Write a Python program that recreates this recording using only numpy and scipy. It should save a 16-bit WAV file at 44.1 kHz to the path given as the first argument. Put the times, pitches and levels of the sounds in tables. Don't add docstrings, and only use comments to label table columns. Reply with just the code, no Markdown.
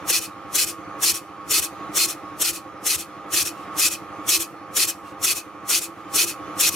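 import sys
import numpy as np
from scipy import signal
from scipy.fft import rfft, irfft, next_fast_len
from scipy.io import wavfile
from scipy.ndimage import uniform_filter1d, map_coordinates

SR = 44100
rng = np.random.default_rng(int(sys.argv[2]) if len(sys.argv) > 2 else 0)


def wav_out(sig):
    wavfile.write(sys.argv[1], SR, np.round(np.clip(np.atleast_2d(sig).T, -1, 1) * 32767).astype(np.int16))


N = 297675
TIME = np.arange(N) / SR

# (time [s], length [factor], opening hiss [dB], full blow [dB],
# closing hiss [dB], rebound [dB], outlet ring [dB], hollow note [dB])
VALVE_POPS = [(0.096, 1.04, -11.5, -11, -16.5, -24.5, -23, -36.5),
              (0.551, 1.045, -13, -10.5, -14.5, -22, -26.5, -36.5),
              (1.033, 0.96, -9.5, -9, -14.5, -18.5, -23, -36.5),
              (1.510, 0.98, -11.5, -9, -10.5, -16, -21, -31.5),
              (1.966, 1.02, -9, -10, -13.5, -18, -23, -35.5),
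              (2.414, 1.046, -11, -13.5, -17.5, -27, -27, -38.5),
              (2.866, 1.03, -12.5, -13.5, -15.5, -25.5, -27, -37.5),
              (3.337, 1.01, -14, -10.5, -14.5, -19.5, -21, -31.5),
              (3.791, 1.036, -11, -8.5, -12, -18, -18.5, -36.5),
              (4.290, 0.96, -9.5, -8, -17, -15, -21.5, -32.5),
              (4.767, 0.96, -10, -8.5, -14.5, -14.5, -22, -34),
              (5.240, 1.01, -9.5, -12, -16, -21.5, -22, -37),
              (5.699, 1.024, -12, -10.5, -16.5, -22, -23, -35.5),
              (6.152, 1.04, -11.5, -7.5, -12.5, -19.5, -19.5, -30.5),
              (6.602, 1, -8.5, -8, -8.5, -22, -20.5, -37)]
# (full strength at [s], rise [s per 20 dB], hold [s], fall [s per 20 dB])
OPENING = (0.007, 0.022, 0.006, 0.023)
BLOW = (0.036, 0.035, 0.034, 0.031)
CLOSING = (0.076, 0.012, 0.015, 0.0045)
REBOUND = (0.12, 0.021, 0.02, 0.022)
AFTERFLOW = (0.12, 0.061, 0.035, 0.034)
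GULP = (0.011, 0.025, 0.1, 0.039)
THUMP = (0.098, 0.057, 0.006, 0.035)
HOLLOW = (0.068, 0.077, 0.04, 0.22)

# (pitch [Hz], width [Hz], boost at ringing=1 [dB])
BODY_RINGS = [(3010, 90, 5), (3420, 90, 4), (4209, 110, 7.5), (4400, 60, 3), (4545, 80, 6), (5362, 110, 6),
              (5814, 150, 3), (6170, 90, 3), (7147, 60, 5), (7320, 150, 3), (8187, 80, 3), (9023, 100, 3),
              (9797, 100, 3), (10810, 70, 4)]
# (pitch [Hz], width [Hz], level [dB])
OUTLET_RINGS = [(2425, 45, -4), (2535, 70, 0), (2610, 55, -4), (3010, 70, -8)]
# (time [s], level [dB], about half the length [s])
SEAT_WEEPS = [(2.294, -60, 0.021), (3.6, -49, .049), (4.166, -58, .04), (5.083, -46.5, 0.033),
              (5.994, -55, .03), (6.48, -58, 0.036)]
# (pitch [Hz], level [dB], time to fade by 60 dB [s])
CYLINDER_RINGS = [(106, -3, 0.074), (188.6, 4, 0.045), (305.3, 2.5, 0.17), (324.4, -4.5, 0.26),
                  (516.6, -3.5, 0.13)]
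# (pitch [Hz], level [dB], unsteadiness [0-1], throb per stroke [dB])
DRIVE_TONES = [(199, -52, 0.2, 0), (530, -50.5, 0.55, 0), (685.5, -54, .5, 0.5), (802, -47.5, 0.76, 0),
               (1215.5, -41, 0.22, 3.5), (1310, -47.5, 0.28, 5.5)]
# (time [s], level [dB])
MACHINE_SWELL = [(0, -0.5), (0.43, -1.3), (0.91, 1), (1.39, -1.5), (1.84, 2.9), (2.29, 0.8), (2.75, -3.3),
                 (3.22, -2.5), (3.67, 1.5), (4.17, 2.5), (4.65, -1), (5.12, -0.8), (5.58, -2.5), (6.03, -1),
                 (6.48, 4)]

# (frequency [Hz], level [dB])
GAP_COLOUR = [(150, -27), (450, -7.5), (900, -15.5), (1300, -7), (1650, -10), (2400, -9.5), (3500, -4.5),
              (4900, -14.5), (5450, 0.5), (7500, -1), (10000, -2), (12500, -2), (14200, -8), (15600, -13)]
OPEN_COLOUR = [(300, -23), (900, -18.5), (1300, -9), (1650, -16.5), (2000, -8), (3800, -6.5), (4300, -1.5),
               (5000, -2.5), (6000, -3), (8000, -4.5), (10000, -3), (12500, -7), (14200, -6.5),
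               (15600, -18)]
WEEPING_COLOUR = [(2000, -22), (2750, 5.5), (3200, 2), (6000, -1), (8500, -3), (11500, -6.5),
                  (15000, -11.5)]
ROAR_COLOUR = [(25, -43.5), (50, -14.5), (80, -2.5), (140, -0.5), (240, -5.5), (400, -0.5), (520, 0.5),
               (640, -2.5), (820, 0), (1000, -3), (1270, 3), (1550, -6.5), (2400, -9.5), (3000, -18)]
LEAK_COLOUR = [(1500, -61.5), (3000, 3.5), (5000, -4), (6300, -3.5), (8500, -15), (11000, -10),
               (13000, -19), (15600, -20.5)]
GULP_COLOUR = [(260, -38), (335, -3.5), (360, -1), (410, -7), (480, -13.5), (650, -41)]
THUMP_COLOUR = [(25, -43), (48, -17.5), (72, 2.5), (120, -1.5), (220, -11.5), (400, -30.5), (900, -76)]

# (frequency [Hz], likeness [0-1])
JET_LIKENESS = [(300, 0.3), (2600, 0.87), (4800, 0.44), (5800, 0.7), (9000, 0.52), (11000, 0.21),
                (13300, .55), (15600, .25)]
HALL_LIKENESS = [(60, .02), (120, 0.43), (300, 0.86), (1200, 0.94), (3000, .6), (10000, .3)]
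# (frequency [Hz], left minus right [dB])
JET_BALANCE = [(300, -1.5), (1200, -2.5), (3500, -1.3), (5500, 1), (8500, 0.7), (10000, 5.5), (11100, 3),
               (12000, 4), (13500, 2), (15500, -10.5)]
HALL_BALANCE = [(60, 2), (250, -2), (1100, -3.5), (2000, -1), (8000, 1.5)]
# (frequency [Hz], left ahead by [radians])
JET_HEAD_START = [(300, -.5), (1000, 0.43), (2600, .1), (4700, 0.31), (5500, .3), (8000, -0.018),
                  (9300, 0.15), (10600, -0.49), (11200, 0), (12800, -1.2), (14200, -1.3), (15500, -.9)]
HALL_HEAD_START = [(60, 0), (140, -0.4), (280, 0.4), (600, -0.63), (1200, 0.38), (2500, 0.38), (6500, 1.7),
                   (9500, 2)]

AFTERFLOW_DB, AFTERRING_DB = -17.5, -11.5
GULP_DB, LIFT_THUMP_DB, SEAT_THUMP_DB = -3, -10, -0.5
KNEE_S = 0.0022
STROKE_HZ, FIRST_STROKE_S = 11.768, 0.018
BEAT_HZ, BEAT_DB, IN_STEP_S = (1108.64, 1113.27), (-41, -46.5), 0.11
TOP_HZ = 15780


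def valve():
    opening_db, blow_db, closing_db, rebound_db, ring_db = np.transpose(VALVE_POPS)[2:-1]
    gap = stage_power(OPENING, opening_db) + stage_power(CLOSING, closing_db)
    gap += stage_power(REBOUND, rebound_db)
    flow = stage_power(BLOW, blow_db) + stage_power(AFTERFLOW, blow_db + AFTERFLOW_DB)
    ring = stage_power(BLOW, ring_db) + stage_power(AFTERFLOW, ring_db + AFTERRING_DB)
    sputter = amp(0.48 * wobble(70) + 0.66 * wobble(500))
    air = np.sqrt(gap) * jet(GAP_COLOUR, ringing=0.56)
    air += np.sqrt(flow) * jet(OPEN_COLOUR, ringing=0.7)
    air += np.sqrt(ring) * outlet()
    return placed(sputter * air, JET_BALANCE, JET_HEAD_START)


def jet(colour, ringing):
    body = lambda hz: sum(db / (1 + (2 * (hz - pitch) / width) ** 2) for pitch, width, db in BODY_RINGS)
    hiss = rush(lambda hz: along(colour, hz) + ringing * body(hz), JET_LIKENESS)
    return patchy(hiss, depth_db=2.5)


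def outlet():
    power = lambda hz: sum(amp(db) ** 2 / (1 + ((hz - pitch) / width) ** 2) ** 2
                           for pitch, width, db in OUTLET_RINGS)
    return rush(lambda hz: 10 * np.log10(power(hz)), JET_LIKENESS)


def vessel():
    hollow_db = np.transpose(VALVE_POPS)[-1]
    note = np.sqrt(stage_power(HOLLOW, hollow_db)) * tone(hz=331, unsteady=0.54)
    gulp = rush(lambda hz: along(GULP_COLOUR, hz), HALL_LIKENESS)
    gulp *= np.sqrt(stage_power(GULP, hollow_db + GULP_DB))
    boom = rush(lambda hz: along(THUMP_COLOUR, hz), HALL_LIKENESS)
    lift = stage_power(OPENING, hollow_db + LIFT_THUMP_DB)
    landing = stage_power(THUMP, hollow_db + SEAT_THUMP_DB)
    return note + gulp + np.sqrt(lift + landing) * boom


def weeping():
    flow = sum(amp(db) * np.exp(-0.5 * ((TIME - at) / half) ** 2) for at, db, half in SEAT_WEEPS)
    squeak = rush(lambda hz: -20 * np.log10(1 + ((hz - 2760) / 70) ** 2), JET_LIKENESS)
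    hiss = rush(lambda hz: along(WEEPING_COLOUR, hz), JET_LIKENESS)
    return flow * (hiss + amp(-4) * squeak)


def compressor():
    t = np.arange(SR // 4) / SR
    soft_start = 1 - np.exp(-(t / 0.0077) ** 2)
    strokes = np.zeros(N + SR)
    for at in np.arange(FIRST_STROKE_S, N / SR, 1 / STROKE_HZ):
        for hz, db, fade_s in CYLINDER_RINGS:
            fade = amp(db + rng.normal(0, 1.3) - 60 * t / fade_s)
            wave = np.sin(2 * np.pi * hz * t + rng.normal(0, 0.65))
            strokes[round(at * SR):][:len(t)] += soft_start * fade * wave
    return amp(-31) * strokes[:N]


def drive():
    others = sum(amp(db + throb_db * throb(0.048)) * tone(hz, unsteady)
                 for hz, db, unsteady, throb_db in DRIVE_TONES)
    pair = sum(amp(db) * tone(hz, unsteady=0.49) for hz, db in zip(BEAT_HZ, BEAT_DB))
    return amp(1.6 * throb(0.016)) * pair + others


def roar():
    colour = lambda hz: along(ROAR_COLOUR, hz) - 30 * np.log2(np.maximum(hz / 3000, 1))
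    return amp(-36 + 0.79 * throb(0.011)) * rush(colour, HALL_LIKENESS)


def leak():
    level = amp(-52 + 0.8 * wobble(6.2))
    return level * patchy(rush(lambda hz: along(LEAK_COLOUR, hz), HALL_LIKENESS), depth_db=3.5)


def machinery():
    drone = drive() + roar() + leak()
    strokes = compressor()
    swell_db = np.interp(TIME, *np.transpose(MACHINE_SWELL))
    return amp(swell_db) * (strokes + amp(-8.5) * hall_echo(strokes[None], fade_s=0.15) + drone)


def hall_echo(x, fade_s):
    t = np.arange(SR // 2) / SR
    tail = rng.standard_normal((2, len(t))) * amp(-60 * t / fade_s)
    return signal.fftconvolve(x, tail / np.linalg.norm(tail[0]), axes=1)[:, :N]


def stage_power(stage, levels_db):
    full_at, rise, hold, fall = stage
    beyond = lambda t: np.hypot(np.maximum(t, 0), KNEE_S) - KNEE_S
    power = np.zeros(N)
    for (at, length, *_), db in zip(VALVE_POPS, levels_db):
        span = slice(max(round(at * SR) - SR // 8, 0), round(at * SR) + SR // 2)
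        t = (TIME[span] - at) / length - full_at
        power[span] += amp(db - 20 * (beyond(-t) / rise + beyond(t - hold) / fall)) ** 2
    return power


def throb(delay_s):
    return np.cos(2 * np.pi * STROKE_HZ * (TIME - FIRST_STROKE_S - delay_s))


def tone(hz, unsteady):
    waver = unit(1 - unsteady + unsteady * (wobble(22) + 1j * wobble(22)) / 2)
    return np.sqrt(2) * np.real(waver * np.exp(2j * np.pi * hz * (TIME - IN_STEP_S)))


def rush(colour, likeness):
    spread = lambda hz: np.arccos(np.clip(along(likeness, hz), -1, 1)) / 2
    gains = lambda hz: amp(colour(hz)) * [np.cos(spread(hz)), np.sin(spread(hz))]
    mid, side = filtered(rng.standard_normal((2, N)), gains)
    return unit(np.array([mid + side, mid - side]))


def patchy(x, depth_db):
    bands = signal.stft(x, nperseg=1024)[2]
    swell = uniform_filter1d(rng.standard_normal(bands.shape[1:]), size=3, axis=0)
    swell = uniform_filter1d(swell, size=9, axis=1)
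    return unit(signal.istft(bands * amp(depth_db * unit(swell)), nperseg=1024)[1][:, :N])


def placed(x, balance, head_start):
    split = lambda table, hz: np.outer([0.5, -0.5], along(table, hz))
    return filtered(x, lambda hz: amp(split(balance, hz)) * np.exp(1j * split(head_start, hz)))


def filtered(x, response):
    size = next_fast_len(N + SR // 2)
    return irfft(rfft(x, size) * response(np.fft.rfftfreq(size, 1 / SR)), size)[..., :N]


def wobble(rate):
    return map_coordinates(rng.standard_normal(int(N * rate / SR) + 4), [TIME * rate])


def along(table, hz):
    frequencies, values = np.transpose(table)
    return np.interp(np.log(hz + 1), np.log(frequencies + 1), values)


def unit(x):
    return x / np.sqrt(np.mean(np.abs(x) ** 2) + 1e-20)


def amp(db):
    return 10 ** (np.asarray(db) / 20)


def scene():
    hiss = valve()
    hollow = placed(vessel(), HALL_BALANCE, HALL_HEAD_START)
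    machines = placed(machinery(), HALL_BALANCE, HALL_HEAD_START)
    air = hiss + amp(-24) * hall_echo(hiss, fade_s=0.38) + weeping()
    return air + hollow + amp(-11) * hall_echo(hollow, fade_s=0.22) + machines


def gain_control(x, threshold_db, slope, attack_s, release_db_per_s, start_db):
    level_db = 10 * np.log10(np.abs(uniform_filter1d(np.mean(x ** 2, 0), SR // 100)) + 1e-12)
    cut_db = slope * np.maximum(level_db - threshold_db, 0)
    creep_db = release_db_per_s * TIME
    held_db = np.maximum.accumulate(np.maximum(cut_db + creep_db, start_db)) - creep_db
    keep = np.exp(-1 / (attack_s * SR))
    return x * amp(-start_db - signal.lfilter([1 - keep], [1, -keep], held_db - start_db))


def record(dry):
    even = gain_control(dry, threshold_db=-27.5, slope=0.47, attack_s=0.012,
                        release_db_per_s=14.5, start_db=2.0)
    lean = filtered(even, lambda hz: hz ** 2 / np.sqrt(hz ** 4 + 45 ** 4))
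    return filtered(lean, lambda hz: 1 / np.sqrt(1 + (hz / TOP_HZ) ** 240))


dry = scene()
out = record(dry)
wav_out(out)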